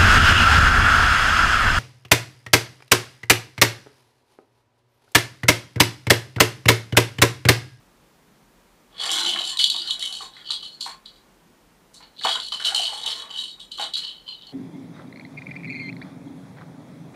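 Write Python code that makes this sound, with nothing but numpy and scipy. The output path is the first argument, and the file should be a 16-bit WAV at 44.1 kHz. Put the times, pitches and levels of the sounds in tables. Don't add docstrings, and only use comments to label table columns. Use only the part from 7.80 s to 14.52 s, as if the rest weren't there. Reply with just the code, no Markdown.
import sys
import numpy as np
from scipy import signal
from scipy.fft import rfft, irfft, next_fast_len
from scipy.io import wavfile

SR = 44100
rng = np.random.default_rng(int(sys.argv[2]) if len(sys.argv) > 2 else 0)


def wrap_up_sound(samples):
    columns = np.atleast_2d(samples).T
    tamed = np.clip(columns, -1, 1)
    steps = np.round(tamed * 32767).astype(np.int16)
    wavfile.write(sys.argv[1], SR, steps)


def undo_db(level):
    steps = np.asarray(level, float) / 20
    return 10 ** steps


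N = 296518

# (time [s], level [dB], favoured track pitch [Hz])
KNOCKS = [(1.203, -34, 900), (1.56, -22, 1680), (1.604, -29.5, 750), (1.798, -25.5, 2210),
          (1.945, -30, 970), (2.093, -37.5, 1070), (2.224, -31, 2060), (2.405, -29.5, 1070),
          (2.567, -36.5, 2280), (2.701, -32.5, 1120), (2.828, -40.5, 1110), (3.012, -47, 1160),
          (3.061, -23, 970), (4.204, -37.5, 980), (4.413, -33, 1850), (4.448, -9.5, 957),
          (4.553, -23, 1130), (4.721, -29.5, 1120), (4.8, -27, 1650), (4.921, -26, 790), (4.994, -25, 786),
          (5.125, -27, 870), (5.438, -34, 1100), (5.497, -35.5, 1070), (5.778, -48, 1070),
          (5.981, -34.5, 1080), (5.995, -19, 935), (6.166, -36, 1610), (6.481, -47, 1070),
          (6.689, -49, 853)]
FAST_RISE_DB_PER_S = 2600


def at_hz(points, hz):
    table_hz, value = np.transpose(points)
    return np.interp(np.log(hz), np.log(table_hz), value)


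def in_time(rows):
    s, *columns = np.transpose(rows)
    return [np.interp(np.arange(N) / SR, s, column) for column in columns]


def band(x, low_hz, high_hz, order=2):
    sos = signal.butter(order, [low_hz, high_hz], "band", fs=SR, output="sos")
    return signal.sosfilt(sos, x + 1e-18)


def bursts(s, level_db, hold_s, rise_db_per_s, fall_db_per_s):
    t = np.arange(0, N, 32)[:, None] / SR
    before_s = np.maximum(s - t, 0)
    after_s = np.maximum(t - s - hold_s, 0)
    each_db = level_db - rise_db_per_s * before_s - fall_db_per_s * after_s
    loudest_db, which = each_db.max(axis=1), each_db.argmax(axis=1)
    return np.repeat(loudest_db, 32)[:N], np.repeat(which, 32)[:N]


def scatter(moving, per_s, spread_db):
    at = np.flatnonzero(rng.random(N) < per_s / SR)
    size_db = spread_db * np.minimum(rng.exponential(1, len(at)), 4)
    power_per_s = np.sum(undo_db(2 * size_db)) / (N / SR)
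    size_db = size_db - 10 * np.log10(power_per_s)
    kept = moving[at] > 0
    return at[kept], size_db[kept]


def facing(at, count):
    turn_per_s = 16
    knots = rng.standard_normal((count, int(N / SR * 40)))
    return np.transpose([np.interp(at / SR * turn_per_s, np.arange(len(row)), row) for row in knots])


def ring(clicks, hz, t60_s):
    r = undo_db(-60 / (t60_s * SR))
    w = 2 * np.pi * hz / SR
    return signal.lfilter([0, np.sin(w)], [1, -2 * r * np.cos(w), r * r], clicks + 1e-18)


def strike(at, level_db, modes, chance_db, split, favoured_hz=None, octave_db=0, turn_db=0):
    out = np.zeros(N)
    luck = rng.standard_normal((len(at), len(modes)))
    turned = facing(at, count=len(modes))
    member = rng.integers(-1, 2, (len(at), len(modes)))
    for k, (hz, mode_db, t60_s) in enumerate(modes):
        away_octaves = 0 if favoured_hz is None else np.abs(np.log2(hz / favoured_hz))
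        strength_db = level_db + mode_db - octave_db * away_octaves
        strength_db = strength_db + chance_db * luck[:, k] + turn_db * turned[:, k]
        strength = (-1) ** k * undo_db(strength_db)
        for step in (-1, 0, 1):
            clicks = np.zeros(N)
            clicks[at] = strength * (member[:, k] == step)
            out += ring(clicks, hz * (1 + split * step), t60_s)
    return out


def snap(at, level_db, low_hz, high_hz, t60_s):
    clicks = np.zeros(N)
    clicks[at] = undo_db(2 * level_db)
    power = signal.lfilter([1], [1, -undo_db(-120 / (t60_s * SR))], clicks + 1e-18)
    return band(np.sqrt(power) * rng.standard_normal(N), low_hz, high_hz)


def hiss():
    # (frequency [Hz], relative level [dB])
    spectrum = [(15, -54), (32, -4.5), (44, 0.5), (58, -11), (91, -12), (173, -2.5), (378, -7.5), (410, -8),
                (722, -12), (782, -12), (970, -11.5), (1050, -13), (2170, -18.5), (4040, -22.5),
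                (15500, -30)]
    level_db = -57.5
    hz = np.maximum(np.arange(N // 2 + 1) * SR / N, 1)
    noise = irfft(rfft(rng.standard_normal(N)) * undo_db(at_hz(spectrum, hz)), N)
    return undo_db(level_db) * noise / np.sqrt(np.mean(noise ** 2) + 1e-20)


def contact():
    # (time [s], level [dB], favoured track pitch [Hz])
    rolling = [(1.1, -63.5, 935), (1.24, -31.5, 1140), (1.42, -34.5, 1260), (1.5, -36.5, 795),
               (1.66, -44, 1090), (1.75, -47.5, 1590), (2.3, -50, 1200), (2.5, -61, 1000),
               (4.75, -73.5, 1480), (4.86, -33, 1580), (4.97, -37.5, 855), (5.22, -46.5, 980),
               (5.28, -37.5, 970), (5.46, -46, 1150), (5.62, -52, 1380), (5.72, -82, 1000),
               (6.12, -78, 1360), (6.22, -48.5, 1630), (6.4, -70, 1000)]
    roll_db, roll_hz = in_time(rolling)
    s, knock_db, knock_hz = np.transpose(KNOCKS)
    chatter_db, which = bursts(s, knock_db - 12, 0.01, FAST_RISE_DB_PER_S, fall_db_per_s=209)
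    return np.maximum(roll_db, chatter_db), np.where(roll_db > chatter_db, roll_hz, knock_hz[which])


def track(moving, roll_db, favoured_hz):
    # (frequency [Hz], level [dB], t60 [s])
    track_modes = [(466, -2.5, 0.054), (672, -5.5, 0.066), (786, -2.5, 0.061), (885, -4, 0.067),
                   (1070, -3.5, 0.059), (1120, 0.5, 0.024), (1463, 1, 0.021), (1680, -11.5, 0.11),
                   (1792, -2, 0.025), (2210, 1.5, 0.027)]
    at, size_db = scatter(moving, per_s=1100, spread_db=2.1)
    level_db = size_db + roll_db[at]
    roll = strike(at, level_db + 18, track_modes, chance_db=3.0, split=0.017,
                  favoured_hz=favoured_hz[at], octave_db=7.0, turn_db=5.0)
    scrape = snap(at, level_db + 27, low_hz=900, high_hz=2790, t60_s=0.037)

    s, knock_db, knock_hz = np.transpose(KNOCKS)
    at = (s * SR).astype(int)
    knocks = strike(at, knock_db + 1.5, track_modes, chance_db=0.0, split=0.068,
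                    favoured_hz=knock_hz, octave_db=35.5)
    puff = snap(at, knock_db - 14.5, low_hz=1295, high_hz=7770, t60_s=0.069)
    return band(roll + knocks, low_hz=152.5, high_hz=2530) + scrape + puff


def shell(at, level_db, favoured_hz, treble_db, chance_db, octave_db, turn_db):
    # (frequency [Hz], level [dB], t60 [s])
    low_modes = [(3018, -4.5, 0.14), (3316, 2.5, 0.038), (3510, 3.5, 0.011), (3810, 1, 0.055),
                 (4030, 1, 0.019), (4200, -4, 0.072), (4372, 2.5, 0.045), (4743, 0.5, 0.027),
                 (3850, 5, 0.00496)]
    # (frequency [Hz], level [dB], t60 [s])
    high_modes = [(5290, -4, 0.026), (6040, -4, 0.017), (7293, -4.5, 0.059), (8480, -7.5, 0.063),
                  (9850, -6.5, 0.034), (13000, -17.5, 0.00915), (15000, -26.5, .015)]
    low = strike(at, level_db, low_modes, chance_db, split=0.0068,
                 favoured_hz=favoured_hz, octave_db=octave_db, turn_db=turn_db)
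    high = strike(at, level_db + treble_db, high_modes, chance_db, split=0.011, turn_db=turn_db)
    puff = snap(at, level_db + treble_db + 12.0, low_hz=4660, high_hz=9300, t60_s=0.032)
    low = band(low, low_hz=2674, high_hz=5600, order=3)
    high = band(high, low_hz=4530, high_hz=15400, order=3)
    return low + high + puff


def pellet(moving, roll_db):
    # (time [s], rattle level [dB], tumbling time [s],
    # favoured shell pitch [Hz], air cavity level against the rattle [dB])
    jolts = [(1.14, -50, .04, 3600, -5), (1.202, -26.5, .03, 3550, -18), (1.237, -21, 0.016, 3530, -17),
             (1.2927, -27, .02, 3160, 10.5), (1.313, -22.5, 0.11, 3480, -10),
             (1.369, -22.5, 0.026, 3320, -15), (1.4476, -22.5, 0.048, 3540, 3),
             (1.5336, -29.5, 0.087, 3780, 7.5), (1.6065, -29, 0.11, 3930, -1),
             (1.789, -16.5, .035, 3430, -18), (1.8404, -26.5, 0.0041, 3830, -15),
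             (1.8988, -25, 0.038, 3840, -10), (1.9623, -31, 0.086, 3630, -7), (2.073, -31, 0.045, 4200, 1),
             (2.1067, -29, 0.0097, 3600, -23), (2.195, -32, .02, 3940, 0.5),
             (2.2226, -28.5, 0.045, 3600, -0.5), (2.3261, -36, 0.054, 3830, 1),
             (2.42, -39.5, 0.031, 3700, -24), (2.53, -46, 0.15, 3600, -25), (2.663, -36, 0.028, 4050, -2),
             (2.7052, -24, 0.023, 4040, -16), (2.81, -33.5, 0.04, 4030, -10.5),
             (2.93, -45.5, 0.012, 4200, -11), (3.008, -25.5, 0.012, 4380, -16),
             (3.063, -37.5, 0.03, 3830, -18), (3.2583, -39.5, 0.0061, 4070, -29),
             (3.348, -48.5, 0.0084, 4030, -20), (4.141, -45.5, 0.027, 4500, -25),
             (4.221, -47, 0.0093, 4030, -2), (4.3955, -34.5, 0.074, 3970, -13.5),
             (4.438, -25.5, 0.105, 3630, -1.5), (4.545, -29.5, 0.016, 3600, 8.5),
             (4.6007, -33.5, 0.067, 3730, -22), (4.718, -29, 0.022, 4060, 2), (4.8, -33, 0.049, 3850, -2),
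             (4.8486, -23.5, 0.028, 3650, 3), (4.9475, -27.5, 0.11, 4300, 8.5),
             (5.053, -26, 0.0089, 3700, 6.5), (5.12, -34, 0.24, 3600, -9),
             (5.2594, -27.5, 0.051, 3500, -0.5), (5.378, -33, 0.035, 3600, -12),
             (5.501, -38, 0.089, 3820, 7.5), (5.5704, -31.5, 0.063, 3740, 2.5),
             (5.68, -39.5, .03, 3830, -12), (5.799, -35.5, 0.014, 3500, -12),
             (5.9166, -32.5, 0.0067, 4000, -0.5), (5.977, -34, .03, 4100, 4),
             (6.0082, -29, 0.027, 3940, -3), (6.1387, -27, 0.03, 3840, -7), (6.23, -36.5, 0.062, 3840, 4.5),
             (6.36, -48, 0.029, 3900, 3), (6.478, -38.5, 0.048, 4200, 1.5),
             (6.608, -40, 0.0085, 3730, -3.5), (6.6697, -43, .04, 4370, -4.5)]
    # (time [s], level [dB], treble level against the blow [dB])
    hard_blows = [(1.2925, -24.5, -20), (1.3153, -25, -2.5), (1.369, -22.5, -27), (1.4505, -21, -30),
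                  (1.7716, -23, -15.5), (1.791, -12.5, -24), (1.803, -20, -20), (1.8409, -7.5, -18.5),
                  (1.8997, -18.5, -11.5), (1.9623, -19.5, -20), (2.0736, -26, -26), (2.107, -15.5, -21.5),
                  (2.194, -31.5, -11), (2.2246, -24, -17), (2.3256, -26, -15), (2.7054, -19, -21.5),
                  (2.72, -23, -21), (3.0083, -27, -13), (3.064, -45, -19), (3.258, -33.5, -28),
                  (4.142, -53, 1.5), (4.4357, -22, -23), (4.4688, -20, -30), (4.6001, -24.5, -25),
                  (4.684, -30.5, -14), (4.7208, -24.5, -34), (4.849, -19, -19), (4.946, -18, -12.5),
                  (4.961, -22.5, -8.5), (5.055, -26, -31), (5.238, -29, -16.5), (5.2614, -22.5, -13.5),
                  (5.5714, -35, -16), (5.5884, -29, -25), (5.8015, -40, -19), (5.9178, -32, -17),
                  (5.9753, -36, -15), (6.0246, -26, -32), (6.137, -28.5, -17), (6.1542, -21.5, -30),
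                  (6.184, -30, -33), (6.249, -51, -30), (6.669, -41.5, -21)]
    # (time [s], level [dB])
    tick_treble = [(1.19, -16), (1.33, -6.5), (1.48, -11), (1.7, -6), (1.8, -14), (2.1, -10), (2.4, -2.5),
                   (2.58, -17), (2.75, -14.5), (3.05, -7.5), (3.3, -14), (4.15, 4), (4.24, -16.5),
                   (4.45, -12), (4.8, -9.5), (5.0, -6), (5.3, -10), (5.65, -8), (6.0, -12), (6.2, -10),
                   (6.5, -20.5), (6.72, -20)]
    # (frequency [Hz], level [dB], t60 [s])
    cavity_modes = [(3034, 3.5, 0.036)]
    same_moment_s, gentle_rise_db_per_s = 0.006, 510
    brisk_roll_db, treble_db_per_roll_db = -38, 0.22
    lively_db, focus_db_per_octave, focus_growth = -34, 17, 1.5

    s, jolt_db, tumble_s, shell_hz, cavity_db = np.transpose(jolts)
    blow_s, blow_db, blow_treble_db = np.transpose(hard_blows)
    struck = np.abs(s[:, None] - blow_s).min(axis=1) < same_moment_s
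    rise_db_per_s = np.where(struck, FAST_RISE_DB_PER_S, gentle_rise_db_per_s)
    rattle_db, which = bursts(s, jolt_db, tumble_s, rise_db_per_s, fall_db_per_s=300.5)

    at, size_db = scatter(moving, per_s=400, spread_db=0.0)
    level_db = size_db + rattle_db[at]
    briskness_db = np.maximum(roll_db[at], -70.0) - brisk_roll_db
    treble_db = in_time(tick_treble)[0][at] + treble_db_per_roll_db * briskness_db
    focus_db = focus_db_per_octave + focus_growth * np.clip(lively_db - rattle_db[at], 0, 40)
    ticks = shell(at, level_db + 16, shell_hz[which[at]], treble_db,
                  chance_db=4.5, octave_db=focus_db, turn_db=5.0)
    hollow = strike(at, level_db + cavity_db[which[at]] + 20.5, cavity_modes, chance_db=1.5, split=0.0068)

    at = (blow_s * SR).astype(int)
    blow_hz = shell_hz[which[at + int(same_moment_s * SR)]]
    blows = shell(at, blow_db, blow_hz, blow_treble_db, chance_db=2.5, octave_db=41.5, turn_db=3)
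    return ticks + band(hollow, low_hz=2830, high_hz=3600) + blows


def base(moving):
    # (time [s], level [dB], length [s])
    drumming = [(1.32, -42, 0.22), (1.923, -49.5, 0.017), (2.063, -53, 0.018), (4.446, -54, .02),
                (5.97, -55, 0.024)]
    # (frequency [Hz], level [dB], t60 [s])
    base_modes = [(188, -6, 0.039), (341.4, -2.5, 0.14)]
    at, size_db = scatter(moving, per_s=500, spread_db=1.5)
    drum_db, _ = bursts(*np.transpose(drumming), rise_db_per_s=303, fall_db_per_s=137)
    drum = strike(at, size_db + drum_db[at] + 20.5, base_modes, chance_db=0.5, split=0.008)
    return band(drum, low_hz=131, high_hz=700)


def room(x):
    # (frequency [Hz], t60 [s])
    decay = [(300, 0.1), (1000, 0.12), (3500, 0.13), (9000, 0.12)]
    size = next_fast_len(N + SR // 2)
    hz = np.maximum(np.arange(size // 2 + 1) * SR / size, 1)
    t60_s = at_hz(decay, hz)
    paths = 0
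    for k, lag_s in enumerate(np.geomspace(.0113, .0379, 12)):
        loop = undo_db(-60 * lag_s / t60_s) * np.exp(-2j * np.pi * hz * lag_s)
        paths = paths + (-1) ** k * loop / (1 - loop)
    for lag_s in (.0013, .0029, .0047):
        delay = np.exp(-2j * np.pi * hz * lag_s)
        paths = paths * (delay - .6) / (1 - .6 * delay)
    paths = paths / np.sqrt(np.mean(np.abs(paths) ** 2))
    return irfft(rfft(x, size) * paths, size)[:N]


def scene():
    # (start [s], end [s])
    in_play = [(1.1, 3.5), (4.1, 6.8)]
    room_db = -6
    t = np.arange(N) / SR
    moving = sum((t >= start) & (t <= end) for start, end in in_play)
    roll_db, track_hz = contact()
    toy = pellet(moving, roll_db) + track(moving, roll_db, track_hz) + base(moving)
    return (toy + undo_db(room_db) * room(toy) + hiss())[None]


def roll_off(x):
    return signal.sosfilt(signal.butter(12, 15790, fs=SR, output="sos"), x)


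def record(dry):
    sos = signal.cheby2(14, 60, 16050, fs=SR, output="sos")
    mix = signal.sosfilt(sos, dry)
    return roll_off(mix)


dry = scene()
out = record(dry)
wrap_up_sound(out)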